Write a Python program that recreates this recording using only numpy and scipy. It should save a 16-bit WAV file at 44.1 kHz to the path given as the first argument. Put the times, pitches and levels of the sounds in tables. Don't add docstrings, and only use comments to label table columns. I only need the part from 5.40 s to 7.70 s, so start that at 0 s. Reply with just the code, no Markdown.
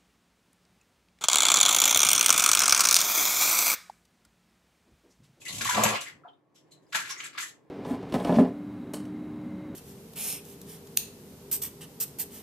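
import sys
import numpy as np
from scipy import signal
from scipy.fft import rfft, irfft, next_fast_len
from scipy.io import wavfile
from scipy.ndimage import map_coordinates

SR = 44100
rng = np.random.default_rng(int(sys.argv[2]) if len(sys.argv) > 2 else 0)


def master(y):
    cut = np.clip(np.atleast_2d(y).T, -1, 1)
    pcm = np.round(cut * 32767)
    wavfile.write(sys.argv[1], SR, pcm.astype(np.int16))


N = 101429

FIZZ_PER_S, SIZE_SPREAD_DB = 5500, 3
BUBBLE_RISE = 0.013


def amp(db):
    return 10 ** (np.asarray(db) / 20)


def unit(x):
    return x / np.sqrt(np.mean(x ** 2) + 1e-20)


def along(points, hz):
    point_hz, values = np.transpose(points)
    return np.interp(np.log(hz + 1), np.log(point_hz + 1), values)


def level(rows):
    times, levels_db = np.transpose(rows)
    return amp(np.interp(np.arange(N) / SR, times, levels_db))


def filtered(x, response):
    size = next_fast_len(N + SR // 2)
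    spectrum = rfft(x, size) * response(np.fft.rfftfreq(size, 1 / SR))
    return irfft(spectrum, size)[..., :N]


def coloured(x, points):
    size = 4096
    gains = amp(along(points, np.fft.rfftfreq(size, 1 / SR)))
    cepstrum = irfft(np.log(gains))
    cepstrum[1:size // 2] *= 2
    cepstrum[size // 2 + 1:] = 0
    impulse = irfft(np.exp(rfft(cepstrum)))
    return signal.fftconvolve(x, impulse[None], axes=1)[:, :N]


def low_cut(x, hz):
    return signal.sosfilt(signal.butter(4, hz, "high", fs=SR, output="sos"), x)


def resonance(f, hz, width_hz):
    return 1j * f * width_hz / (hz * hz - f * f + 1j * f * width_hz)


def wobble(knots_per_s, size):
    knots = rng.standard_normal(N // 20)
    return map_coordinates(knots, [np.arange(size) * knots_per_s / SR], mode="mirror")


def add(out, s, sound):
    start = max(0, round(s * SR))
    part = out[:, start:][:, :sound.shape[-1]]
    part += sound[..., :part.shape[1]]


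def swarm(per_s, spread_db):
    chance, size_draw, sign_draw, side_draw = rng.random((4, N))
    size = amp(spread_db * np.minimum(-np.log(1 - size_draw), 4))
    impulses = size * np.sign(sign_draw - .5) * (chance < per_s / SR)
    angle = np.pi / 4 + (2 * side_draw - 1)
    return impulses * np.array([np.cos(angle), np.sin(angle)])


def pops():
    pops_per_s, centre_hz, spread_octaves, cycles_per_t60, low_hz = 410, 1814, .45, 30, 1030
    count = int(pops_per_s * N / SR)
    when, size, pitch_a, pitch_b = rng.random((count, 4)).T[:, :, None]
    hz = centre_hz * 2 ** (spread_octaves * np.sqrt(6) * (pitch_a - pitch_b))
    i = np.arange(SR // 50)
    cycles = hz * i / SR
    life = cycles / cycles_per_t60
    phase = 2 * np.pi * cycles * (1 + BUBBLE_RISE * np.minimum(life, 1))
    rings = amp(13 * size - 60 * life) * np.sin(phase)
    places = (when * N).astype(int) + i
    cloud = np.bincount(places.ravel(), rings.ravel(), N)[:N]
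    return unit(low_cut(cloud, low_hz))


def squishes():
    # start in seconds, length in seconds, crackle level in dB, fizz level in dB.
    squish_rows = [(-0.001, 0.026, -73, -54), (0.046, 0.025, -63.5, -45), (0.074, 0.0097, -52.5, -35.5),
                   (0.105, 0.088, -59, -41), (0.201, 0.025, -36.5, -33.5), (0.235, 0.036, -39.5, -33),
                   (0.278, 0.067, -36.5, -32.5), (0.354, 0.055, -35.5, -36), (0.414, 0.02, -29.5, -36),
                   (0.426, 0.035, -28.5, -34), (0.466, 0.028, -35.5, -33.5), (0.515, .03, -36, -42),
                   (0.538, 0.028, -34.5, -46), (0.604, 0.0082, -47, -38), (0.641, 0.043, -47.5, -52),
                   (1.141, 0.035, -74, -64), (1.26, 0.034, -83, -85.5), (1.306, 0.016, -95.5, -61.5),
                   (1.416, .012, -87, -76), (1.466, 0.056, -96, -73.5), (1.522, 0.005, -39, -48),
                   (1.538, 0.022, -25.5, -33), (1.566, 0.039, -40, -41), (1.632, 0.063, -45, -49),
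                   (1.681, 0.028, -44, -44), (1.694, 0.0183, -37, -42), (1.775, 0.044, -53.5, -54.5),
                   (1.793, 0.00466, -39, -52), (1.824, 0.035, -43, -47.5), (1.924, 0.034, -52, -64),
                   (1.97, 0.008, -55.5, -57.5), (1.973, 0.016, -36, -43.5), (1.986, 0.049, -51.5, -38.5),
                   (2.04, 0.041, -71, -47)]
    # frequency in Hz, gain in dB.
    crackle_colour = [(250, -53.5), (550, -27.5), (820, -20), (1100, -5), (1600, -1), (2300, 1),
                      (3200, -4.5), (5000, -6.5), (9000, -45)]
    fizz_colour = [(900, -37), (2200, -0.5), (3500, 3), (5000, -2), (6500, 3.5), (7900, 5), (9200, -17),
                   (10200, 1), (12700, -5.5), (14200, -25.5), (15800, -20.5)]
    crackle_per_s, clumps_per_s = 1600, 170
    attack_s, attack_share, release_s = 0.0054, 0.22, 0.021
    pop_db, crackle_clump_db, fizz_clump_db = -4, 3.4, 2.6

    t, gains = np.arange(N) / SR, np.zeros((2, N))
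    for s, length_s, crackle_db, fizz_db in squish_rows:
        rise = np.clip((t - s) / (attack_s + attack_share * length_s), 0, 1)
        shape = rise * np.exp(-np.maximum(t - s - length_s, 0) / release_s)
        gains = np.maximum(gains, amp([[crackle_db], [fizz_db]]) * shape)
    crackle = unit(coloured(swarm(crackle_per_s, SIZE_SPREAD_DB), crackle_colour))
    fizz = unit(coloured(swarm(FIZZ_PER_S, SIZE_SPREAD_DB), fizz_colour))
    crackle = (crackle + amp(pop_db) * pops()) * amp(crackle_clump_db * wobble(clumps_per_s, N))
    fizz = fizz * amp(fizz_clump_db * wobble(clumps_per_s, N))
    return gains[0] * unit(crackle) + gains[1] * unit(fizz)


def squelch():
    # time in seconds, level in dB.
    flow = [(0, -85.5), (.06, -71), (.09, -54), (.17, -56), (.22, -46), (.3, -58.5), (.34, -39),
            (.365, -34.5), (.378, -26), (.41, -33), (.44, -27.5), (.462, -32), (.49, -33.5), (.52, -31.5),
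            (.562, -39.5), (.58, -61), (.66, -80)]
    # frequency in Hz, width in Hz, gain in dB.
    modes = [(275, 50, -11), (368.5, 25, -2), (429.4, 10, -1), (590, 72, 3.5), (770, 130, -3.5),
             (1080, 180, 0.5), (1190, 70, -5)]
    gulps_per_s, low_hz = 700, 211

    def hollow(f):
        return sum((-1) ** k * amp(db) * resonance(f, hz, width_hz) for k, (hz, width_hz, db) in enumerate(modes))

    gulps = low_cut(swarm(gulps_per_s, spread_db=2.0).mean(0), low_hz)
    return level(flow) * unit(filtered(gulps, hollow))


def rub():
    # time in seconds, level in dB.
    rub_level = [(0, -93), (.07, -61), (.13, -46.5), (.16, -48), (.2, -45.5), (.24, -50.5), (.275, -45.5),
                 (.305, -61), (.34, -47), (.37, -43.5), (.46, -38.5), (.54, -53), (.575, -61.5), (.7, -76),
                 (.76, -56.5), (.8, -86.5), (1.52, -90.5), (1.56, -57), (1.66, -65.5), (1.75, -100)]
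    # frequency in Hz, gain in dB.
    rumble_colour = [(25, -31), (55, -14.5), (78, -14), (108, -1), (160, -2.5), (230, -4.5), (400, -20.5),
                     (1000, -55.5)]
    rumble = unit(coloured(rng.standard_normal((1, N)), rumble_colour))
    return level(rub_level) * rumble * amp([[1.5], [-1.5]])


def room_tone():
    # frequency in Hz, gain in dB.
    air_colour = [(15, -63), (25, -44), (115, -6.5), (152, 3.5), (190, -8.5), (231, -7.5), (293, 1.5),
                  (769, -11.5), (1090, -13.5), (1390, -26.5), (1720, -19), (3010, -32), (7480, -41),
                  (9770, -42), (15000, -46)]
    # time in seconds, level in dB.
    air_level = [(0, -60), (.8, -61.5), (1.05, -70.5), (1.25, -63.5), (1.6, -61), (2.3, -62.5)]
    air = rng.standard_normal(N) + 0.89 * rng.standard_normal((2, N))
    return level(air_level) * unit(coloured(air, air_colour))


def bubbles():
    # start in seconds, pitch in Hz, level in dB ahead of attack and decay, t60 in seconds.
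    bubble_rows = [(0.017, 2554, -35, 0.027), (.052, 2060, -31, 0.021), (.065, 2084, -24, 0.017),
                   (.09, 2030, -26, 0.017), (0.254, 1057, -17, 0.033), (0.276, 1730, -14.5, 0.0082),
                   (0.289, 1021, -18, 0.087), (0.309, 1700, -13, 0.021), (0.353, 1014, -17, 0.036),
                   (0.369, 1167, -17.5, 0.059), (.375, 626, -17, 0.053), (0.379, 1003, -12, 0.03),
                   (0.394, 1022, -16.5, 0.055), (.413, 1102, -13.5, .025), (.437, 617, -11.5, 0.04),
                   (0.452, 2600, -13, 0.014), (.46, 880, -13.5, 0.034), (.542, 1110, -23, 0.04),
                   (0.551, 1028, -18.5, 0.023), (.669, 1992, -28, 0.029), (0.836, 1232, -41, 0.025),
                   (.848, 682, -42, 0.11), (0.85, 1067, -40, 0.04), (0.857, 1372, -49, 0.027),
                   (.868, 910, -47, 0.052), (.875, 707, -41, 0.033), (0.885, 3110, -46, 0.035),
                   (0.933, 3670, -56.5, 0.029), (1.316, 4030, -47.5, 0.09), (1.375, 3930, -59, 0.043),
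                   (1.466, 5040, -54.5, 0.021), (1.532, 1390, -27, 0.018), (1.55, 958, -14, 0.012),
                   (1.558, 973, -20.5, 0.017), (1.705, 1160, -25, 0.015), (1.802, 2130, -16.5, 0.0094),
                   (1.804, 2900, -12, 0.0056), (1.808, 1167, -46, 0.052), (1.983, 970, -39, 0.044),
                   (2.022, 1246, -36, 0.052)]
    attack_s, flutter_hz_at_1khz, flutters_per_s = 0.0022, 75, 420
    out, t = np.zeros((2, N)), np.arange(SR // 5) / SR
    for s, hz, db, t60_s in bubble_rows:
        flutter_hz = flutter_hz_at_1khz * np.sqrt(hz / 1000) * wobble(flutters_per_s, len(t))
        pitch_hz = hz * (1 + BUBBLE_RISE * np.minimum(t / t60_s, 1)) + flutter_hz
        envelope = amp(db - 60 * t / t60_s) * (1 - np.exp(-t / attack_s))
        add(out, s, envelope * np.sin(2 * np.pi * np.cumsum(pitch_hz) / SR))
    return out


def spurts():
    # start in seconds, length in seconds, pitch in Hz, level in dB ahead of the envelope.
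    spurt_rows = [(.05, 0.067, 2030, -46.5), (0.065, .03, 2720, -43.5), (0.08, 0.037, 4000, -39.5),
                  (0.272, 0.032, 1900, -35.5), (0.46, .07, 2400, -37), (0.557, 0.073, 2690, -40),
                  (0.663, 0.026, 2010, -43.5), (0.836, 0.062, 1300, -56.5), (.845, 0.04, 800, -58),
                  (.878, 0.024, 3200, -63.5), (1.15, 0.062, 3300, -69.5), (1.15, 0.069, 5400, -68.5),
                  (1.316, 0.029, 4200, -66), (1.311, 0.023, 7550, -60.5), (1.539, 0.034, 620, -45.5),
                  (1.593, .05, 1680, -40.5), (1.696, 0.042, 5560, -39), (1.703, 0.02, 1106, -44),
                  (1.764, 0.029, 2010, -45.5), (1.773, 0.059, 6470, -47), (1.832, 0.043, 2420, -49.5),
                  (1.839, 0.034, 7600, -44.5), (1.941, 0.042, 1200, -52.5), (2.017, 0.046, 1830, -43)]
    out = np.zeros((2, N))
    for s, length_s, hz, db in spurt_rows:
        size = int(length_s * SR)
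        gap = signal.iirpeak(hz, 4.7, fs=SR)
        froth = swarm(FIZZ_PER_S, SIZE_SPREAD_DB)[:, :size]
        ring = signal.lfilter(*gap, signal.lfilter(*gap, froth))
        envelope = np.sin(np.pi * np.sqrt(np.arange(size) / size))
        add(out, s, amp(db) * unit(ring) * envelope)
    return out


def snaps():
    # start in seconds, bright spit in dB, dull smack in dB, both ahead of the colour filters.
    snap_rows = [(.248, -21, -24.5), (.276, -39, -18.5), (0.308, -32.5, -18), (0.436, -12, -14.5),
                 (0.4372, -8, -24.5), (0.4449, -9, -26.5), (.4535, -31.5, -14.5), (0.464, -25.5, -15.5),
                 (0.488, -27, -22), (.551, -44.5, -23.5), (.563, -33.5, -23.5), (0.61, -34, -35),
                 (1.531, -37.5, -22), (1.55, -27, -18), (1.556, -30.5, -19.5), (1.564, -26, -24),
                 (1.707, -39, -32), (1.802, -69, -36), (1.834, -57, -28.5), (1.99, -36, -30)]
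    # frequency in Hz, gain in dB.
    spit_colour = [(500, -16.5), (2000, -10), (5000, -10), (6300, 4.5), (7700, 4), (9200, -18.5),
                   (11500, 4), (13500, -5), (15800, -26.5)]
    smack_colour = [(300, -29), (800, -11), (1500, 1.5), (2600, 8.5), (4000, -4.5), (8000, -19),
                    (15000, -36.5)]
    t60_s = 0.0079
    spit, smack, t = np.zeros((2, N)), np.zeros((2, N)), np.arange(SR // 30) / SR
    for s, spit_db, smack_db in snap_rows:
        add(spit, s, amp(spit_db - 60 * t / t60_s) * rng.standard_normal(len(t)))
        add(smack, s, amp(smack_db - 60 * t / t60_s) * rng.standard_normal(len(t)))
    return coloured(spit, spit_colour) + coloured(smack, smack_colour)


def boom():
    # time in seconds, lower resonance in dB, upper resonance in dB.
    boom_rows = [(.33, -66.5, -73.5), (.362, -60, -46.5), (0.379, -50.5, -29), (.403, -43, -29),
                 (.425, -42, -39), (.445, -39.5, -38.5), (.464, -36.5, -28), (.5, -41, -38.5),
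                 (.538, -39.5, -45), (.57, -68, -49), (.62, -89.5, -81)]
    waver_hz, wavers_per_s, flutter_db = 2.5, 45, -1
    times, *levels = np.transpose(boom_rows)
    out = np.zeros(N)
    for hz, db in zip([108, 215], levels):
        pitch_hz = hz + waver_hz * wobble(wavers_per_s, N)
        gain = level(np.column_stack([times, db])) * amp(flutter_db * wobble(wavers_per_s, N))
        out += gain * np.sin(2 * np.pi * np.cumsum(pitch_hz) / SR)
    sounding = np.arange(N) / SR < times[-1]
    return out * sounding * amp([[1.8], [-1.8]])


def bathroom(x, room_db):
    # frequency in Hz, t60 in seconds.
    room_t60 = [(100, 0.29), (400, 0.23), (1500, 0.27), (4000, 0.21), (8000, 0.21), (14000, 0.11)]
    tail_db, direct_db, walls_db = -6, -3, -4
    ear_lag_s = .00003

    hz, t, noise = signal.stft(rng.standard_normal((2, SR * 3 // 4)), SR, nperseg=256)
    decay = amp(-60 * t / along(room_t60, hz)[:, None])
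    tail = signal.istft(noise * decay, SR, nperseg=256)[1]
    t = np.arange(tail.shape[1]) / SR
    tail *= np.clip(t / 0.0097, 0, 1)
    walls = rng.standard_normal(tail.shape) * (rng.random(tail.shape) < .1)
    walls = walls * (t > .002) * np.exp(-t / 0.0071)
    answer = (amp(tail_db) * unit(tail) + amp(walls_db) * unit(walls)) / np.sqrt(len(t))
    direct = filtered(x, lambda f: np.exp(1j * np.pi * f * ear_lag_s * [[1], [-1]]))
    return amp(direct_db) * direct + amp(room_db) * signal.fftconvolve(x, answer, axes=1)[:, :N]


def scene():
    swarms = bathroom(squishes() + spurts() + squelch(), room_db=-.5)
    rings = bathroom(bubbles() + snaps(), room_db=-1.5)
    left_right = amp([[2.1], [0.4]])
    return (swarms + rings) * left_right + rub() + boom() + room_tone()


def record(dry):
    top_hz = 15900
    return filtered(dry, lambda hz: hz < top_hz)


dry = scene()
out = record(dry)
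master(out)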